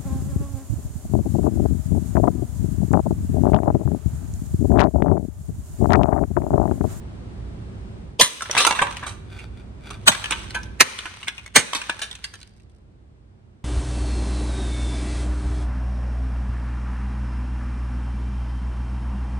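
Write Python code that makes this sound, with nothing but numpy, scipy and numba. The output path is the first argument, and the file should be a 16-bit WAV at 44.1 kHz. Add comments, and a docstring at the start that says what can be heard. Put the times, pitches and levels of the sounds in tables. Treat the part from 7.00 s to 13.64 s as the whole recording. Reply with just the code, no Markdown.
"""A hammer smashes a plastic toy truck on a concrete floor: four heavy blows, close to a stereo microphone.
Each blow crushes the hollow shell in a burst of cracks; the wreck crunches, squeaks and slides,
and loose pieces, splinters and chips land around it. Behind them are a low hum and a short room echo.
The recorder overloads on the blows, turns itself down and recovers."""
import sys
import numpy as np
from scipy import signal
from scipy.fft import rfft, irfft, next_fast_len
from scipy.io import wavfile
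from scipy.ndimage import uniform_filter1d
from numba import njit

SR = 44100
rng = np.random.default_rng(int(sys.argv[2]) if len(sys.argv) > 2 else 0)


def log_audio(samples):
    """Write samples as a 16-bit WAV file to the path given in sys.argv[1]."""
    # one column per channel
    frames = np.atleast_2d(samples).T
    # limit to full scale, then quantise
    limited = np.clip(frames, -1, 1)
    pcm = np.round(limited * 32767).astype(np.int16)
    wavfile.write(sys.argv[1], SR, pcm)


N = 292824
TIME = np.arange(N) / SR
LEAD_S, TOP_HZ = .025, 16000
HIT_TIME = TIME[:SR // 4] - LEAD_S  # time around one contact, zero at its peak

# The two sides of the microphone differ. Each row: frequency in Hz, left minus right in dB.
MIC_BALANCE = [(60, -3.5), (380, 0), (700, -1.5), (2400, 1.5), (4400, 0.5), (6300, 0), (8200, -8.5),
               (11000, 1)]
# Echo of the room. Each row: band in Hz, time to fall 60 dB in seconds, level in dB.
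ROOM_BANDS = [(151, 0.51, -20.5), (412, .5, -7.5), (990, 0.45, -11.5), (2700, 0.9, -14.5),
              (5100, 0.42, -21), (11100, 0.6, -15)]
# Rumble of the room. Each row: frequency in Hz, relative level in dB.
RUMBLE_SPECTRUM = [(20, -34), (30, -20.5), (40, -4.5), (105, -0.5), (150, -10), (215, -9.5), (275, -17.5),
                   (375, -18), (480, -24), (1700, -39), (4000, -46.5), (7300, -55), (8300, -53),
                   (10500, -61.5), (12000, -79)]
# Tones of the hum. Each row: frequency in Hz, relative level in dB.
HUM_TONES = [(59.2, -42), (102.3, -50), (317.6, -63.5), (376.8, -61)]
# The recorder's gain dips or steps after the first three blows, as heard on the background.
# Each row: time in seconds, passing dip in dB, lasting drop in dB; negative values lift it.
GAIN_STEPS = [(1.301, 21.5, 4), (3.14, 0, -2), (3.878, -6, 13)]
# Colour of breaking plastic. Each row: frequency in Hz, gain in dB.
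PLASTIC_SPECTRUM = [(150, -12.5), (400, -4), (700, -4.5), (1000, 6.5), (1700, 3.5), (3600, 5), (5000, -5),
                    (6200, 1), (7200, -9.5), (8400, -1), (10000, -7.5), (12000, -22.5), (14000, -21.5),
                    (16000, -33.5)]
# Modes of the hollow shell. Each row: frequency in Hz, relative level in dB.
SHELL_MODES = [(562, -7), (930, 2), (985, -2.5), (1220, -8), (1340, -8), (1570, 3.5), (1690, 7),
               (2250, -10), (2460, 0.5), (2750, 3.5), (3020, 2), (3270, -7.5), (3470, -0.5), (3680, -4.5),
               (4000, -1), (4570, -13.5), (5060, 2.5), (6070, -14)]
# The wreck slides softly over the concrete. Each row: start in seconds, length in seconds, level in dB.
SLIDES = [(2.32, .12, -47.5), (2.57, .04, -54), (2.87, 0.078, -43.5)]
# Resonances of the slide. Each row: frequency in Hz, width in Hz, relative level in dB.
SLIDE_RESONANCES = [(1530, 92, -0.5), (1810, 15, -12.5), (2279, 14, 4.5), (2400, 55, 1.5), (3400, 140, -8),
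                    (4470, 86, -11.5), (8350, 300, -14)]
# Strained plastic squeaks as it is dragged. Each row: start in seconds, length in seconds, level in dB.
SQUEAKS = [(1.585, 0.054, -20.5)]
# Resonances of the squeak. Each row: frequency in Hz, width in Hz, relative level in dB.
SQUEAK_RESONANCES = [(3490, 40, -7), (3660, 40, -6), (3830, 40, -5), (4000, 35, 0), (5060, 45, -7),
                     (5790, 60, -13), (6430, 60, -13), (8880, 150, -10)]
# Small chips rattle to rest. Each row: start in seconds, length in seconds, level in dB.
CHIP_RATTLES = [(3.39, .04, -39.5), (4.10, .35, -45), (5.40, .08, -46), (5.54, 0.27, -61)]
# Showers of splinters. Each row: start in seconds, length in seconds, level in dB.
SPLINTER_SHOWERS = [(1.58, .53, -30.5), (3.17, .5, -36.5), (3.95, .53, -40), (4.74, .72, -40)]
# Loose pieces hit the floor. Each row: time in seconds, relative level in dB, ring in Hz,
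# relative treble in dB, rebound in dB.
PIECE_KNOCKS = [(1.408, -18.5, 1430, -24, -21), (1.458, -23.5, 1390, -23.5, -15),
                (1.512, -9.5, 5880, -2.5, -20), (1.551, -9, 1114, -23, 2), (1.650, -1, 1080, -18, -32),
                (1.709, -3.5, 940, -20, -5.5), (1.791, -5, 1620, -43, -16), (1.869, -18.5, 1007, -43, -12),
                (1.969, -21.5, 2640, -17, -20), (3.242, -9, 2870, -23.5, -2.5),
                (3.507, -25.5, 4560, -13, -30), (3.633, -30.5, 5620, -6, -25), (3.989, -13, 3095, -19, -33),
                (4.057, -18, 1350, -24.5, -35), (4.230, -23.5, 3020, -27.5, -29),
                (4.282, -11, 3040, -20.5, -17), (4.380, -23.5, 2800, -23, -9),
                (4.462, -26.5, 2070, -17, -4), (4.733, -6, 1044, -18.5, -23), (4.817, -16, 2520, -20, -13),
                (4.897, -9, 1450, -24.5, -19), (4.993, -24.5, 1670, -14, -11),
                (5.113, -21.5, 3630, -17, -3.5), (5.153, -27, 3300, -11, -22),
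                (5.339, -28.5, 1685, -14, -4.5), (5.414, -32, 4320, -12, 4.5),
                (5.599, -50.5, 2565, -15, -24), (5.697, -56, 2396, -3, -9.5)]
# The wreck crunches. Each row: time in seconds, relative level in dB, ring in Hz,
# relative bass and treble in dB, decay in seconds.
WRECK_CRUNCHES = [(1.421, -13, 1470, -10, -8, 0.007), (1.497, -17.5, 570, -10.5, -32.5, .007),
                  (1.568, -10, 1120, -16.5, -31.5, 0.041), (1.576, -4, 2560, -25, -11.5, 0.031),
                  (1.604, -7.5, 2860, -8.5, -7.5, 0.013), (1.667, .5, 2550, -3, -5, 0.017),
                  (1.750, -15, 1130, -15, -16, 0.031), (1.817, -2, 870, -9, -20.5, .013),
                  (2.028, -19.5, 1280, -13, -28, 0.019), (2.066, -19, 914, -13, -11, .028),
                  (2.39, -29.5, 2360, -32.5, -20.5, .013), (2.906, -24, 1310, -8.5, -10.5, 0.01),
                  (3.116, -4, 2090, -18.5, -13, .02), (3.149, -6.5, 1510, -21.5, -22, .006),
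                  (3.309, -6.5, 2400, -15.5, -9.5, .0053), (3.321, -6.5, 2600, -20, -22, .009),
                  (4.273, -21, 2620, -29.5, -24, 0.02), (4.749, -8, 1680, -16.5, -9, 0.019),
                  (5.017, -15.5, 3744, -24, -11.5, 0.019), (5.242, -16, 4640, -29.5, -10, 0.0088)]
# Hammer blows; the first two rows make one blow. Each row: time in seconds, level in dB, ring in Hz,
# bass, hollow clack and treble in dB, onset time and crushing time in seconds, thud in dB.
HAMMER_BLOWS = [(1.198, -9.5, 4500, -1.5, -17, -1.5, 0.0022, 0.017, -30),
                (1.210, -2, 2560, -9.5, 0, 1, 0.00029, 0.035, -18.5),
                (3.081, 3, 3640, -4, 3.5, -1.5, 0.0042, 0.016, -18),
                (3.809, 4, 1860, -9.5, 1.5, -5, 0.0027, 0.013, -25.5),
                (4.563, 1, 2250, -9, -1, -3, 0.0039, 0.029, -13)]


def undb(db):
    """Decibels to gain."""
    return 10 ** (np.asarray(db) / 20)


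def unit(x):
    """Scale to rms 1."""
    return x / np.sqrt(np.mean(x ** 2) + 1e-18)


def crest(x):
    """Scale so that the loudest three milliseconds have rms 1."""
    return x / np.sqrt(uniform_filter1d(np.mean(x ** 2, axis=0), 130).max() + 1e-18)


def butter(x, order, hz, kind):
    """Low, band or high pass."""
    return signal.sosfilt(signal.butter(order, hz, kind, fs=SR, output="sos"), x)


def colour(x, points):
    """Causal filter through (Hz, dB) points, built from the cepstrum of the log gain."""
    size = 2 * next_fast_len(x.shape[-1] // 2 + SR // 20, True)
    hz, db = np.transpose(points)
    curve_db = np.interp(np.log(np.fft.rfftfreq(size, 1 / SR) + 1), np.log(hz), db)
    cepstrum = irfft(np.log(undb(curve_db)))
    cepstrum[1:size // 2] *= 2
    cepstrum[size // 2 + 1:] = 0
    return irfft(rfft(x, size) * np.exp(rfft(cepstrum)))[..., :x.shape[-1]]


def voice(x, bass_db, treble_db, low_hz=1200, high_hz=5000):
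    """Steer the bass and treble of a contact towards levels relative to its middle band."""
    bands = [(low_hz, "low"), ([low_hz, high_hz], "band"), (high_hz, "high")]
    low, middle, high = 20 * np.log10([butter(x, 4, hz, kind).std() for hz, kind in bands])
    bass, treble = np.clip([bass_db - low + middle, treble_db - high + middle], -20, 10)
    shelves = [(low_hz * 1.2, bass), (low_hz * .9, 0), (high_hz * .48, 0), (high_hz * 1.1, treble)]
    return crest(colour(x, shelves))


def through(x, response):
    """Play x through an impulse response."""
    return signal.fftconvolve(np.atleast_2d(x), response, axes=-1)[:, :x.shape[-1]]


def add(out, s, x):
    """Mix x in at time s."""
    i = int(s * SR)
    out[:, i:i + x.shape[1]] += x[:, :N - i]


def pan(x, db):
    """Shift a pair by left minus right dB."""
    return x * undb(np.array([[db], [-db]]) / 2)


def hit_envelope(onset_s, decay_s, shape=1):
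    """Loudness envelope of a hit: a soft onset, a peak and a decay."""
    return np.exp(np.minimum(HIT_TIME, 0) / onset_s - (np.maximum(HIT_TIME, 0) / decay_s) ** shape)


def strokes(rows, attack_s, release_s, sag_db_per_s=0):
    """Gain over time from (start, length, dB) rows: each swells, holds or sags, and lets go."""
    gain = 0
    for s, length, db in rows:
        age = TIME - s
        edges = np.exp(np.minimum(age, 0) / attack_s - np.maximum(age - length, 0) / release_s)
        gain = gain + undb(db - sag_db_per_s * np.maximum(age, 0)) * edges
    return gain


def contacts(envelope, per_s, scatter_db):
    """Tiny impulses of unequal size at random moments."""
    occurs = rng.random(len(envelope)) < per_s / SR
    size = undb(scatter_db * np.minimum(rng.exponential(size=len(envelope)), 4))
    return envelope * occurs * size * rng.choice([-1, 1], len(envelope))


def modes(hz, gain, t60, t, apart_hz=3600):
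    """Damped sines; the shorter the wave, the more its phase differs across the microphone."""
    phase = rng.standard_normal(len(hz)) * np.minimum(hz / apart_hz, 2) * np.array([[1], [-1]])
    ringing = np.exp(np.outer(2j * np.pi * hz - np.log(1000) / t60, t))
    return ((gain * np.exp(1j * phase)) @ ringing).imag


def fragment(ring_hz, t60, ring_db, count=70, tilt=.19):
    """One bit of plastic: a dense spray of short modes and a close pair that gives it its pitch."""
    t = TIME[:SR // 20]
    share = (np.arange(count) + rng.random(count)) / count
    hz = 120 + TOP_HZ * share ** 1.5
    gains = rng.choice([-1, 1], count) * hz ** tilt
    ring_times = t60 * (hz / 2000) ** -.25 * rng.uniform(.24, 1.87, count)
    spray = modes(hz, gains, ring_times, t)
    pair = modes(ring_hz * np.array([.96, 1.05]), np.ones(2), np.full(2, t60), t)
    return unit(colour(spray, PLASTIC_SPECTRUM)) + undb(ring_db) * unit(pair)


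def shell(x, ring_db=-17, detune=.011, t60=.11):
    """The hollow body rings along; each point of contact wakes other modes, and dents retune them."""
    hz, db = np.transpose(SHELL_MODES)
    reach = 2 * rng.random(len(hz)) - 1
    dent = rng.standard_normal(len(hz))
    response = modes(hz * (1 + detune * dent), undb(db) * reach, t60, TIME[:SR // 8])
    return x + undb(ring_db) * through(x, response / np.linalg.norm(response[0]))


def background_gain(db=3, attack_s=.1, settle_s=.18):
    """The recorder's gain dips or steps after the blows, so the background is heard at a new level."""
    for s, dip_db, drop_db in GAIN_STEPS:
        onset = np.exp(np.minimum(TIME - s, 0) / attack_s)
        passing = np.exp(-np.maximum(TIME - s, 0) / settle_s)
        db = db - onset * (drop_db + dip_db * passing)
    return undb(db)


def hum(waver=.3, rumble_db=-38.5, tones_db=-1, knots=30):
    """Room tone: wavering low notes over a rumble that is nearly alike left and right."""
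    mid, side = colour(rng.standard_normal((2, N)), RUMBLE_SPECTRUM)
    side = colour(side, [(60, -19), (200, -5.5), (1000, 2.5)])
    out = undb(rumble_db) * unit(mid + side * np.array([[1], [-1]]))
    knot_times = np.linspace(0, N / SR, knots)
    for hz, db in HUM_TONES:
        sway, drift = (np.interp(TIME, knot_times, row) for row in rng.standard_normal((2, knots)))
        tone = np.sqrt(2) * np.sin(2 * np.pi * hz * TIME + waver * drift)
        out = out + undb(db + tones_db) * (1 + waver * sway) * tone
    return out * background_gain()


def room(x, build_s=.0063):
    """Diffuse echo from hard walls, each band dying at its own rate."""
    t, response = TIME[:SR], 0
    for hz, t60, db in ROOM_BANDS:
        band = butter(rng.standard_normal((2, SR)), 2, [hz / 2.6, min(hz * 1.8, SR * .45)], "band")
        fade = undb(-60 * t / t60) * (1 - np.exp(-t / build_s))
        response = response + undb(db) * band * fade / np.linalg.norm(fade)
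    return through(x, response)


def rub(pressure, resonances, slips_per_s, rasp_db):
    """Plastic sticks and slips; the slips rasp and keep a few resonances ringing."""
    hz, width, db = np.transpose(resonances)
    response = modes(hz, undb(db) * width, np.log(1000) / (np.pi * width), TIME[:SR // 8])
    slips = contacts(np.ones(N), slips_per_s, scatter_db=3)
    ring = unit(through(slips, response))
    rasp = unit(through(slips, fragment(hz[0], t60=.01, ring_db=-6.5)))
    return unit(ring + undb(rasp_db) * rasp) * pressure


def chips():
    """Small dry ticks at random moments, fading as the chips settle."""
    tick = voice(fragment(ring_hz=4700, t60=.017, ring_db=-10.5), bass_db=-23, treble_db=6)
    settling = strokes(CHIP_RATTLES, attack_s=.01, release_s=.013, sag_db_per_s=25.5)
    return through(contacts(settling, per_s=55, scatter_db=-.5), tick)


def splinters():
    """Splinters of six sizes skitter over the concrete; each shower dies away."""
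    ticks = 0
    for hz in np.geomspace(1300, 3800, 6):
        landings = contacts(np.ones(N), per_s=110, scatter_db=4)
        ticks = ticks + through(landings, fragment(hz, t60=.008, ring_db=-6))
    return unit(ticks) * strokes(SPLINTER_SHOWERS, attack_s=.067, release_s=.022, sag_db_per_s=32)


def shell_drop(at_s=3.548, db=-22):
    """The shell drops back on the floor and lands freely, so its modes ring out clearly."""
    out = np.zeros((2, N))
    force = contacts(hit_envelope(onset_s=.0024, decay_s=.011), per_s=2900, scatter_db=2)
    force[int(LEAD_S * SR)] += 1
    landing = through(force, fragment(ring_hz=1000, t60=.041, ring_db=-5))
    sound = shell(landing, ring_db=-7, detune=.004)
    add(out, at_s - LEAD_S, undb(db) * voice(sound, bass_db=-8, treble_db=-13))
    return out


def knocks(gain_db=-7, chatter=.18, rebound_s=.016):
    """A loose piece lands hard, chatters and rebounds; small ones give less bass and stop sooner."""
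    out = np.zeros((2, N))
    for s, db, ring_hz, treble_db, rebound_db in PIECE_KNOCKS:
        octaves = np.log2(ring_hz / 1000)
        t60 = .031 * 2 ** (-.4 * octaves)
        bass_db = -3.5 - 8.5 * octaves
        force = contacts(chatter * hit_envelope(onset_s=.002, decay_s=.0065), per_s=2300, scatter_db=3)
        force[int(LEAD_S * SR)] += 1
        force[int((LEAD_S + rebound_s) * SR)] += undb(rebound_db)
        sound = shell(through(force, fragment(ring_hz, t60, ring_db=-1.5)))
        add(out, s - LEAD_S, undb(db + gain_db) * voice(sound, bass_db, treble_db + 9))
    return out


def crunches(gain_db=-8, snap=.88, onset_s=.0013):
    """The wreck gives with a snap, then a dying run of slips."""
    out = np.zeros((2, N))
    for s, db, ring_hz, bass_db, treble_db, decay_s in WRECK_CRUNCHES:
        force = contacts(hit_envelope(onset_s, decay_s), per_s=2600, scatter_db=1.5)
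        force[int(LEAD_S * SR)] += snap
        sound = shell(through(force, fragment(ring_hz, t60=.019, ring_db=-5)))
        add(out, s - LEAD_S, undb(db + gain_db) * voice(sound, bass_db + 9.5, treble_db + 6.5))
    return out


def hammer(thud_hz=480, glide_s=.018, thud_peak_s=.017, thud_width_s=.012):
    """The head crushes the shell in a dense burst of cracks and thuds to a stop on the floor."""
    out = np.zeros((2, N))
    t = np.maximum(HIT_TIME, 0)
    # the thud falls in pitch as the crushed shell gives way
    phase = 2 * np.pi * thud_hz * glide_s * (1 - np.exp(-t / glide_s))
    thud = np.sin(phase) * np.exp(-((t - thud_peak_s) / thud_width_s) ** 2)
    for s, db, ring_hz, bass_db, clack_db, treble_db, onset_s, crush_s, thud_db in HAMMER_BLOWS:
        cracks = contacts(hit_envelope(onset_s, crush_s, shape=1.4), per_s=9000, scatter_db=.56)
        # pinned under the head, the shell cracks without ringing on
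        burst = through(cracks, fragment(ring_hz, t60=.007, ring_db=-8.5, count=150))
        hollow = [(300, -.5), (540, 5.5), (900, 0), (1300, clack_db), (1900, clack_db), (2600, 0)]
        burst = voice(colour(burst, hollow), bass_db, treble_db)
        add(out, s - LEAD_S, undb(db) * (burst + undb(thud_db) * thud))
    return out


def scene(blow_room_db=-7, wreck_room_db=-1, pieces_room_db=-4):
    """Blows and debris close to the microphone, just right of centre, in a humming room."""
    blows = pan(hammer(), db=-.5)
    wreck = pan(crunches() + shell_drop() + splinters(), db=-1.5)
    pieces = pan(knocks() + chips(), db=-1)
    strain = strokes(SQUEAKS, attack_s=.0056, release_s=.025)
    squeak = rub(strain, SQUEAK_RESONANCES, slips_per_s=2100, rasp_db=-16.5)
    drag = strokes(SLIDES, attack_s=.025, release_s=.02)
    slide = rub(drag, SLIDE_RESONANCES, slips_per_s=540, rasp_db=.5)
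    wreck = wreck + squeak + slide
    echo = room(undb(blow_room_db) * blows + undb(wreck_room_db) * wreck + undb(pieces_room_db) * pieces)
    # the far side of the shell sends its own cracks to the walls, which evens out the echo
    echo = echo + room(undb(blow_room_db) * hammer())
    at_mic = blows + wreck + pieces + echo + hum()
    # each side of the microphone colours the sound in its own way
    return np.array([colour(channel, [(hz, sign * db / 2) for hz, db in MIC_BALANCE])
                     for channel, sign in zip(at_mic, (1, -1))])


@njit
def follow(x, attack, release):
    """Envelope that rises fast and falls slowly."""
    out, level = np.empty(len(x)), 0.
    for i in range(len(x)):
        level += (x[i] - level) * (attack if x[i] > level else release)
        out[i] = level
    return out


def record(dry, threshold_db=-11, attack_s=.013, release_s=.21, react_s=.0024):
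    """The recorder's gain control ducks after each blow, too late to stop the clipping; the top is cut."""
    envelope = follow(np.abs(dry).max(axis=0), 1 / (attack_s * SR), 1 / (release_s * SR))
    late = np.interp(TIME - react_s, TIME, envelope)
    reduction = np.maximum(late / undb(threshold_db), 1)
    clipped = np.clip(dry / reduction, -1, 1)
    return signal.sosfilt(signal.ellip(8, .2, 70, TOP_HZ, fs=SR, output="sos"), clipped)


dry = scene()
out = record(dry)
log_audio(out)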